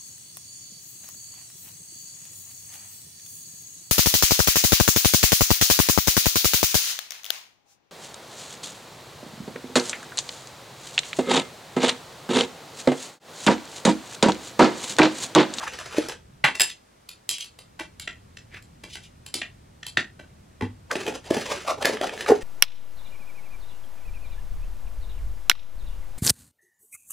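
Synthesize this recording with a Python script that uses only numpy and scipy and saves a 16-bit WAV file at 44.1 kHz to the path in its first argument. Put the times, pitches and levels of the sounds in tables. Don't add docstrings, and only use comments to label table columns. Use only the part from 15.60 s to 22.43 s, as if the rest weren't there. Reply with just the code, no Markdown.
import sys
import numpy as np
from scipy import signal
from scipy.fft import rfft, irfft, next_fast_len
from scipy.io import wavfile
from scipy.ndimage import uniform_filter1d, map_coordinates

SR = 44100
rng = np.random.default_rng(int(sys.argv[2]) if len(sys.argv) > 2 else 0)


def store_pcm(level_fs):
    pcm = np.round(np.clip(level_fs, -1, 1) * 32767).astype(np.int16)
    wavfile.write(sys.argv[1], SR, np.atleast_2d(pcm).T)


N = 301203

# frequency in Hz, density in dB per Hz.
CRACK_SPECTRUM = [(40, -40), (120, -18), (250, -4), (600, -2), (1150, -4), (1800, 2), (2400, -1), (3200, 1),
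                  (5000, -3), (10000, -5), (12500, -11), (16000, -17)]
# frequency in Hz, density in dB per Hz.
STEEL_SPECTRUM = [(40, -45), (300, -14), (900, -4), (1400, -9), (2100, -5), (3000, 2), (4300, -2),
                  (5000, 2), (6300, -6), (7500, 1), (8700, -6), (10400, -3), (12500, -10), (16000, -15)]


def amp(db):
    return 10 ** (np.asarray(db) / 20)


def unit(x):
    return x / np.sqrt(np.mean(x ** 2) + 1e-20)


def along(points, hz):
    f, value = np.transpose(points)
    return np.interp(np.log(hz + 1), np.log(f + 1), value)


def filtered(x, response):
    n = x.shape[-1]
    size = next_fast_len(n + SR // 10)
    return irfft(rfft(x, size) * response(np.fft.rfftfreq(size, 1 / SR)), size)[..., :n]


def coloured(x, points, size=2048):
    cepstrum = irfft(np.log(amp(along(points, np.fft.rfftfreq(size, 1 / SR)))))
    cepstrum[1:size // 2] *= 2
    cepstrum[size // 2 + 1:] = 0
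    impulse = irfft(np.exp(rfft(cepstrum)))
    return signal.fftconvolve(x, impulse)[:len(x)]


def dying(t, t60):
    return np.exp(-np.log(1000) * t / t60)


def add(track, s, sound):
    start = max(round(s * SR), 0)
    track[start:start + len(sound)] += sound[:max(N - start, 0)]


def wobble(rate):
    knots = rng.standard_normal(int(N * rate / SR) + 4)
    return map_coordinates(knots, [np.arange(N) * rate / SR])


def chatter(t, depth_db, rate=450):
    knots = rng.standard_normal(1000)
    return amp(depth_db * np.interp(t * rate, np.arange(len(knots)), knots))


def echo(x):
    # frequency in Hz, decay time t60 in seconds.
    decay_times = [(100, .35), (500, 0.17), (2000, .19), (5000, 0.18), (10000, 0.17), (16000, 0.013)]
    hz, t, z = signal.stft(rng.standard_normal(SR // 3), SR, nperseg=256)
    z = z * dying(t, along(decay_times, hz)[:, None])
    tail = signal.istft(z, SR, nperseg=256)[1]
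    t = np.arange(len(tail)) / SR
    build_up_s = 0.009
    tail = tail * (1 - np.exp(-(t / build_up_s) ** 2)) * chatter(t, depth_db=2.5)
    return signal.fftconvolve(x, tail / np.linalg.norm(tail))[:len(x)]


def in_room(x, wet_db):
    return x + amp(wet_db) * echo(x)


def two_ports(x, direct_db, diffuse_db=-17):
    # frequency in Hz, level in dB.
    direct_width = [(100, -12.5), (350, -11.5), (700, -3), (1300, 3), (2100, -17), (4400, -2.5), (8000, 2),
                    (15000, -7.5)]
    # frequency in Hz, level in dB.
    diffuse_width = [(100, -17.5), (300, -13.5), (600, 7), (1500, -12.5), (4000, -3.5), (12000, 0.5)]

    def shifted(hz):
        gain = amp(direct_db + along(direct_width, hz))
        return gain * 1j * np.cos(2 * np.pi * np.log2(hz + 1))

    diffuse = filtered(echo(x), lambda hz: amp(diffuse_db + along(diffuse_width, hz)))
    side = filtered(x, shifted) + diffuse
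    return np.array([x + side, x - side])


def slips(rate, spread_db):
    slipping = rng.random(N) < rate / SR
    size = amp(spread_db * np.clip(rng.standard_normal(N), -2, 2))
    return unit(slipping * size * rng.choice([-1, 1], N))


def patchy(x, depth_db, size=512):
    z = signal.stft(x, nperseg=size)[2]
    field = uniform_filter1d(rng.standard_normal(z.shape), size=4, axis=0)
    field = uniform_filter1d(field, size=4, axis=1)
    gain = amp(depth_db * np.clip(unit(field), -2, 1))
    return signal.istft(z * gain, nperseg=size)[1][:N]


def stroke(t, length):
    away = np.abs(t) / length
    return np.exp(-np.minimum(away, 20) ** 1.19)


def hollow_can(f, pitch_hz):
    # centre and width as multiples of the can's pitch, level in dB.
    resonances = [(.55, .25, -9), (.78, .28, -4), (1, .24, 0), (1.3, .22, -6), (1.75, .4, -9),
                  (2.3, .5, -13)]
    low_hz = 190
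    ratio = f / pitch_hz
    radiated = (1j * f / (low_hz + 1j * f)) ** 2
    body = 0
    for k, (centre, width, db) in enumerate(resonances):
        damping = 1j * ratio * width
        body = body + (-1) ** k * amp(db) * damping / (centre * centre - ratio * ratio + damping)
    return radiated * body


def rubbing(rows, body_db, rasp_db, catch_db, wet_db):
    # frequency in Hz, density of the rasp in dB per Hz.
    rasp_spectrum = [(200, -40), (500, -12), (1000, 1), (1800, 0), (3000, -3.5), (4200, -7), (6500, -8),
                     (10000, -18), (12500, -28), (16000, -34)]
    fine = slips(rate=3400, spread_db=4) * amp(2 * wobble(160))
    jerks = unit(patchy(fine, depth_db=3))
    jerks = jerks + amp(catch_db) * slips(rate=140, spread_db=-0.5)
    grit = coloured(jerks, rasp_spectrum)
    track, t = np.zeros(N), np.arange(N) / SR
    for s, db, length, pitch_hz, edge_db in rows:
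        near = np.abs(t - s) < 5 * length
        body = unit(filtered(jerks[near], lambda f: hollow_can(f, pitch_hz)))
        rasp = unit(grit[near])
        mixture = amp(body_db) * body + amp(rasp_db + edge_db) * rasp
        track[near] += amp(db) * stroke(t[near] - s, length) * mixture
    return in_room(track, wet_db)


def sliding(rows, colour, wet_db):
    jerks = patchy(slips(rate=4000, spread_db=3.5), depth_db=2.5)
    t = np.arange(N) / SR
    power = sum((amp(db) * stroke(t - s, length)) ** 2 for s, db, length in rows)
    return in_room(np.sqrt(power) * unit(coloured(jerks, colour)), wet_db)


def voiced(blow, levels_db):
    band_edges = [150, 900, 3500, 8000, 16000]
    tone_hz = [420, 1150, 2800, 5300, 11300]
    onset = blow[:SR // 50]
    spectrum = rfft(onset, SR)
    power = np.cumsum(2 * np.abs(spectrum) ** 2) / (SR * len(onset))
    present_db = 10 * np.log10(np.diff(power[band_edges]) + 1e-20)
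    bass, middle, treble, top = levels_db - present_db
    return coloured(blow, list(zip(tone_hz, [bass, middle, middle, treble, top])))


def contacts(rows, modes, colour, crack_t60, rise, impact_db, ring_db, sustain_db, wet_db, top_db):
    track, t = np.zeros(N), np.arange(SR // 3) / SR
    hz, mode_db, t60 = np.transpose(modes)[:, :, None]
    for s, db, weight_db, hardness_db, touch, accent_hz in rows:
        free = np.maximum(t - touch, 0)
        accent_db = 9 * np.exp(-(np.log2(hz / accent_hz) / .07) ** 2)
        damped = amp(accent_db) * dying(free, t60=0.014)
        lingering = amp(sustain_db) * dying(t, t60)
        strength = amp(mode_db + 2 * rng.standard_normal(hz.shape))
        phase = rng.uniform(0, 2 * np.pi, hz.shape)
        partials = strength * np.sin(2 * np.pi * hz * t + phase)
        ring = np.sum(partials * (damped + lingering), axis=0)

        impact = amp(impact_db) * dying(free, t60=0.012)
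        force = (impact + dying(t, crack_t60)) * chatter(t, depth_db=3)
        crack = coloured(rng.standard_normal(len(t)) * force, colour)

        swell = 1 - np.exp(-(t / (rise + .45 * touch)) ** 2)
        blow = unit(crack * swell) + amp(ring_db) * unit(ring * swell)
        levels_db = db + np.array([weight_db, 0, hardness_db, hardness_db + top_db])
        add(track, s, voiced(in_room(blow, wet_db), levels_db))
    return track


def ambience(rumble_db=1, hiss_db=-62, split_hz=320):
    # time in seconds, rumble level in dB before rumble_db.
    rumble_levels = [(0.0, -56), (0.85, -54), (1.15, -65.5), (1.75, -64.5), (2.3, -54), (6.83, -53.5)]
    # frequency in Hz, density in dB per Hz.
    air_spectrum = [(15, -18), (30, -6), (90, 2), (180, -4), (300, -14), (500, -20), (1000, -26),
                    (2000, -27), (4000, -32), (8000, -35), (11000, -40), (16000, -50)]
    air = coloured(rng.standard_normal(N), air_spectrum)
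    low = filtered(air, lambda hz: 1 / (1 + (hz / split_hz) ** 4))
    times, level_db = np.transpose(rumble_levels)
    t = np.arange(N) / SR
    level = amp(np.interp(t, times, level_db)) * (t >= times[0]) * (t <= times[-1])
    return amp(rumble_db) * level * unit(low) + amp(hiss_db) * unit(air - low)


def surrounding():
    # frequency in Hz, side level in dB.
    noise_width = [(100, -23), (200, -8.5), (400, 1.5), (1300, 5.5), (2200, -11.5), (3800, -1), (12000, -2)]
    mid = ambience()
    side = filtered(ambience(), lambda hz: amp(along(noise_width, hz)))
    return np.array([mid + side, mid - side])


def squeaks(overtone_db=-15):
    # centre in seconds, level in dB, mean pitch in Hz, half length in seconds.
    events = [(0.015, -32.5, 1492, 0.012), (0.034, -25.5, 976, 0.0047), (0.077, -26.5, 1486, 0.0093),
              (5.314, -18.5, 1415, 0.0051)]
    track, t = np.zeros(N), np.arange(N) / SR
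    clock = np.cumsum(1 + .27 * wobble(1100)) / SR
    for s, db, hz, half in events:
        near = np.abs(t - s) < 4 * half
        phase = 2 * np.pi * hz * clock[near]
        tone = np.sin(phase) + amp(overtone_db) * np.sin(2 * phase)
        track[near] += amp(db) * np.exp(-((t[near] - s) / half) ** 2) * tone
    return in_room(track, wet_db=-17)


def prying():
    # hardest push in seconds, level in dB, length in seconds, pitch of the can in Hz,
    # rasp of the edge in dB.
    pushes = [(0.015, -31.5, 0.027, 686, -7), (0.04, -26, 0.014, 916, -8.5), (0.078, -29, 0.01, 1380, -4.5),
              (0.1, -41.5, 0.02, 507, -6.5), (0.14, -29.5, 0.012, 470, -1.5), (0.2, -35, 0.023, 700, 4),
              (0.262, -34, 0.013, 484, 1.5), (0.33, -37.5, 0.02, 472, 5.5), (0.375, -27.5, 0.011, 487, 1.5),
              (0.425, -37.5, 0.022, 417, 2.5), (0.462, -35, 0.015, 470, -1), (0.497, -31, 0.0057, 530, 5.5),
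              (0.524, -35.5, 0.0091, 483, 2.5)]
    return rubbing(pushes, body_db=-10, rasp_db=-5, catch_db=-11, wet_db=-6.5)


def snaps():
    # start in seconds, strength in dB, weight in the bass in dB, hardness in the treble in dB,
    # touch length in seconds, favoured mode in Hz.
    events = [(0.185, -40.5, -8, -5, .005, 1736), (0.324, -44.5, -13, -6, .002, 2510),
              (0.344, -45, 8.5, -10.5, .003, 857), (0.379, -36, 15.5, -1.5, .007, 2510),
              (0.484, -47.5, 12.5, 9, .003, 5200), (5.311, -37.5, -0.5, 1.5, .004, 1736),
              (5.352, -32, 4.5, -11.5, .006, 2510), (5.463, -35, -11, -9, .004, 2510),
              (5.476, -35.5, 6.5, -9, .005, 2510), (5.703, -35.5, 13.5, -4, .007, 625),
              (5.764, -35, 13, -7, .008, 857), (6.22, -32.5, 2.5, -4.5, .01, 857),
              (6.246, -24.5, -2.5, -12, .004, 1736), (6.2535, -21.5, -5, -3.5, .002, 1736),
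              (6.293, -38, 14, -10.5, .005, 460), (6.369, -37, -12, -17, .002, 1230),
              (6.411, -33.5, 11.5, -7, .003, 625), (6.431, -40, 7.5, -11, .005, 1230),
              (6.491, -35, -4, -16.5, .004, 857), (6.575, -40, -8, -11.5, .003, 1736),
              (6.607, -32.5, -8, -7, .0015, 1736), (6.661, -32, -17, -18, .002, 1230)]
    # frequency in Hz, level in dB, decay time t60 in seconds.
    lid_modes = [(460, -1, .1), (625, 1, .14), (857, -4, .12), (1230, -5, .08), (1736, 0, .06),
                 (1984, -5, .08), (2510, -3, .1), (3206, -6, .08), (5200, -10, .1), (5900, -9, .1)]
    return contacts(events, lid_modes, CRACK_SPECTRUM, crack_t60=0.035, rise=0.0008, impact_db=2,
                    ring_db=-2, sustain_db=-18, wet_db=-7.0, top_db=-8.5)


def thumps(overtone=1.83, wet_db=-16, overtone_db=-13, rise=0.002):
    # start in seconds, level in dB, pitch in Hz, decay time t60 in seconds.
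    events = [(0.381, -8, 312, .075), (0.84, -23, 151.5, .11), (2.204, -30, 325, .11),
              (4.375, -27, 120.3, 0.062), (5.026, -19, 249.6, 0.12), (5.024, -21.5, 100.7, 0.21),
              (5.708, -2.5, 340.7, 0.027), (5.765, -17.5, 226, .07), (6.697, -3.5, 468.4, 0.071),
              (6.705, -7.5, 290, 0.055), (6.709, -9, 441, 0.021), (6.718, 1.5, 420.5, 0.054)]
    track, t = np.zeros(N), np.arange(SR // 3) / SR
    swell = 1 - np.exp(-(t / rise) ** 2)
    for s, db, hz, t60 in events:
        phase = 2 * np.pi * hz * t
        tone = np.sin(phase) + amp(overtone_db) * np.sin(overtone * phase)
        add(track, s, amp(db) * tone * dying(t, t60) * swell)
    return in_room(track, wet_db)


def knocks():
    # start in seconds, strength in dB, weight in the bass in dB, hardness in the treble in dB,
    # touch length in seconds, favoured mode in Hz.
    events = [(0.84, -18, -16, -17.5, 0.0014, 1976), (0.844, -20, -15.5, -11, 0.0014, 883),
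              (0.8474, -18.5, -14, -17.5, .004, 3210), (0.882, -34, 0, -11.5, .004, 1976),
              (0.945, -35, -9, -3, 0.012, 2700), (2.191, -36, -5.5, -6.5, 0.0078, 1523),
              (2.203, -42, -0.5, -7.5, .008, 619), (3.234, -44, 0.5, -2, .008, 2335),
              (3.354, -41.5, -4.5, -2, 0.0016, 3210), (4.59, -47, 5, -12, 0.0097, 1523),
              (5.008, -36, 8, -15, 0.0048, 1090), (5.019, -39.5, 13, -11.5, 0.0048, 883)]
    # frequency in Hz, level in dB, decay time t60 in seconds.
    board_modes = [(619, -8, .12), (883, -2, .14), (1090, -5, .08), (1523, -2, .12), (1740, -3, .15),
                   (1976, 3, .21), (2335, -1, .16), (2700, -1, .14), (3210, -4, .2), (3957, -9, .14),
                   (4730, -13, .12)]
    return contacts(events, board_modes, CRACK_SPECTRUM, crack_t60=0.12, rise=0.0006, impact_db=19,
                    ring_db=3.5, sustain_db=-25, wet_db=-4.5, top_db=-12)


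def clinks():
    # start in seconds, strength in dB, weight in the bass in dB, hardness in the treble in dB,
    # touch length in seconds, favoured mode in Hz.
    events = [(0.997, -26, -26.5, -2, .0015, 4989), (1.005, -22.5, -14, -1, .002, 5093),
              (1.01, -29, -9, -1, .003, 3020), (1.0158, -29.5, -20.5, 8, .002, 7530),
              (1.038, -35.5, -22.5, -6.5, .007, 3749), (1.092, -42, -41, -5, .012, 2708)]
    # frequency in Hz, level in dB, decay time t60 in seconds.
    steel_modes = [(1739, -4, .2), (1978, -5, .2), (2227, -7, .2), (2708, -5, .25), (2932, -5, .25),
                   (3020, -6, .25), (3749, -2, .25), (4113, -6, .28), (4560, -7, .25), (4838, -5, .2),
                   (4989, 0, .25), (5093, -1, .25), (5819, -6, .15), (7142, -4, .18), (7456, -1, .2),
                   (7530, -2, .2), (7622, -1, .18), (8070, -8, .2), (9238, -8, .17), (10370, -7, .2)]
    return contacts(events, steel_modes, STEEL_SPECTRUM, crack_t60=0.18, rise=0.0004, impact_db=19.5,
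                    ring_db=3.5, sustain_db=-20, wet_db=-8.5, top_db=-5)


def skating():
    # hardest push in seconds, level in dB, length in seconds.
    slides = [(1.1, -38.5, 0.0096), (1.745, -37, 0.0136), (1.81, -29, 0.0043), (3.305, -46, 0.011),
              (3.34, -40, 0.012), (3.44, -48.5, 0.013)]
    scuffs = [(2.948, -40.5, 0.017), (2.972, -40.5, .014)]
    # frequency in Hz, density in dB per Hz.
    blade_spectrum = [(700, -45), (1600, -24), (2200, -4), (3150, 2), (4200, -4), (7500, -6), (8800, -16),
                      (10500, -12), (12000, -24), (16000, -30)]
    scuff_spectrum = [(300, -14), (1100, -14), (1750, 0), (2500, -3), (4000, -14), (7000, -24),
                      (16000, -42)]
    return sliding(slides, blade_spectrum, wet_db=-3) + sliding(scuffs, scuff_spectrum, wet_db=-13)


def clicks():
    # start in seconds, strength in dB, weight in the bass in dB, hardness in the treble in dB,
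    # touch length in seconds, favoured mode in Hz.
    events = [(1.487, -47, -33, 3.5, 0.0058, 4430), (1.6912, -31.5, -20, 4.5, .0003, 3120),
              (1.709, -46, -12, 10.5, .003, 4016), (1.781, -45, -41, 1, 0.0039, 2665),
              (1.796, -59.5, -34, -1, 0.0032, 3214), (1.809, -58, -34, 10, .003, 3214),
              (1.842, -50, -39, 1.5, 0.005, 4430), (1.855, -58.5, -37, -0.5, 0.0015, 4759),
              (1.986, -52, -1, 1, 0.007, 2665), (2.397, -44, -32, 2, 0.00049, 4016),
              (3.022, -67, -16, 7.5, 0.0044, 5459), (3.661, -48, -5.5, 2.5, 0.0042, 9620),
              (3.74, -35.5, -10, 5, 0.0024, 4759), (3.75, -47.5, 12, -5, 0.001, 3214),
              (4.264, -40, -13, 0.5, 0.0033, 2665)]
    # frequency in Hz, level in dB, decay time t60 in seconds.
    knife_modes = [(2665, -5, .15), (3120, -1, .15), (3214, -1, .2), (3620, -2, .15), (4016, 0, .16),
                   (4430, 0, .15), (4759, -3, .2), (5459, -4, .2), (7009, -4, .1), (7600, -4, .15),
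                   (9620, -8, .1), (10400, -9, .08), (11600, -11, .08), (13400, -13, .07)]
    return contacts(events, knife_modes, STEEL_SPECTRUM, crack_t60=0.12, rise=0.0004, impact_db=21.5,
                    ring_db=-3.5, sustain_db=-8.5, wet_db=-4.0, top_db=-5)


def taps():
    # start in seconds, strength in dB, weight in the bass in dB, hardness in the treble in dB,
    # touch length in seconds, favoured mode in Hz.
    events = [(2.473, -31.5, -12, -12.5, 0.0062, 2790), (2.768, -46, -16, -1.5, 0.0061, 2702),
              (3.8135, -30, -13.5, -13.5, 0.0062, 2310), (4.228, -40.5, -27, -8, 0.0052, 3100),
              (4.3705, -18.5, -21, -14, 0.0031, 1920), (4.376, -35, 3, -2, .002, 3280)]
    # frequency in Hz, level in dB, decay time t60 in seconds.
    china_modes = [(650, -11, .1), (1400, -10, .06), (1600, -7, .06), (1852, 1, .06), (1975, -5, .06),
                   (3074, -6, .1), (2190, -6, .08), (2430, -6, .07), (2702, -2, .12), (3300, -4, .14),
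                   (3634, -7, .15), (4040, -7, .15), (5660, -9, .15), (7020, -10, .14), (7470, -13, .14),
                   (9930, -20, .12)]
    # frequency in Hz, density in dB per Hz.
    china_spectrum = [(40, -40), (250, -10), (650, -8), (1000, -11), (1400, -4), (1900, 0), (2700, 0),
                      (3600, -4), (5000, -6), (7500, -14), (12000, -30), (16000, -48)]
    return contacts(events, china_modes, china_spectrum, crack_t60=.035, rise=0.0005, impact_db=16,
                    ring_db=3.5, sustain_db=-23, wet_db=-6.5, top_db=-16.0)


def twisting():
    # hardest push in seconds, level in dB, length in seconds, pitch of the can in Hz,
    # rasp of the edge in dB.
    pushes = [(5.325, -29, 0.01185, 510, -6), (5.365, -34, 0.0058, 366, -1), (5.412, -39, 0.032, 395, 2.5),
              (5.485, -31, 0.021, 387, -4), (5.526, -36.5, 0.0047, 345, -13), (5.556, -38, .012, 410, 4),
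              (5.667, -46.5, 0.02, 480, 5.5), (5.72, -32.5, 0.017, 521, -10), (5.747, -28, 0.01, 400, -1),
              (5.78, -31, 0.016, 327.5, -6.5), (5.812, -37, 0.018, 426, 4), (5.86, -41, 0.02, 515, 7),
              (5.92, -29, 0.021, 562, 1.5), (5.975, -39, 0.016, 355, 3.5), (6.018, -46.5, 0.022, 444, 9.5),
              (6.052, -44, 0.0039, 620, 0), (6.083, -26, 0.0104, 681, -2.5), (6.107, -27, .017, 631, -5),
              (6.185, -37.5, .012, 440, -9.5), (6.223, -28.5, 0.011, 655, -7),
              (6.272, -29, 0.0095, 604, -7.5), (6.297, -28, 0.013, 499, -9.5),
              (6.335, -31.5, 0.029, 446, -3.5), (6.44, -27.5, 0.016, 670, -7),
              (6.475, -37.5, 0.014, 457, 2.5), (6.538, -33.5, 0.0081, 471, -3.5), (6.6, -40, 0.038, 435, 3),
              (6.645, -44, .018, 441, -9), (6.69, -26.5, 0.011, 456, 2), (6.709, -21.5, .011, 848, -22.5),
              (6.76, -36.5, 0.02, 460, -3.5), (6.825, -44.5, 0.0124, 476, 8)]
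    return rubbing(pushes, body_db=2, rasp_db=-2.0, catch_db=-17, wet_db=-9.5)


def scene():
    can = squeaks() + prying() + snaps() + thumps() + twisting()
    knife = knocks() + clinks() + skating() + clicks() + taps()
    return two_ports(knife, direct_db=-2.5) + two_ports(can, direct_db=-6.5) + surrounding()


def record(dry):
    return filtered(dry, lambda hz: hz < 15900)


dry = scene()
out = record(dry)
store_pcm(out)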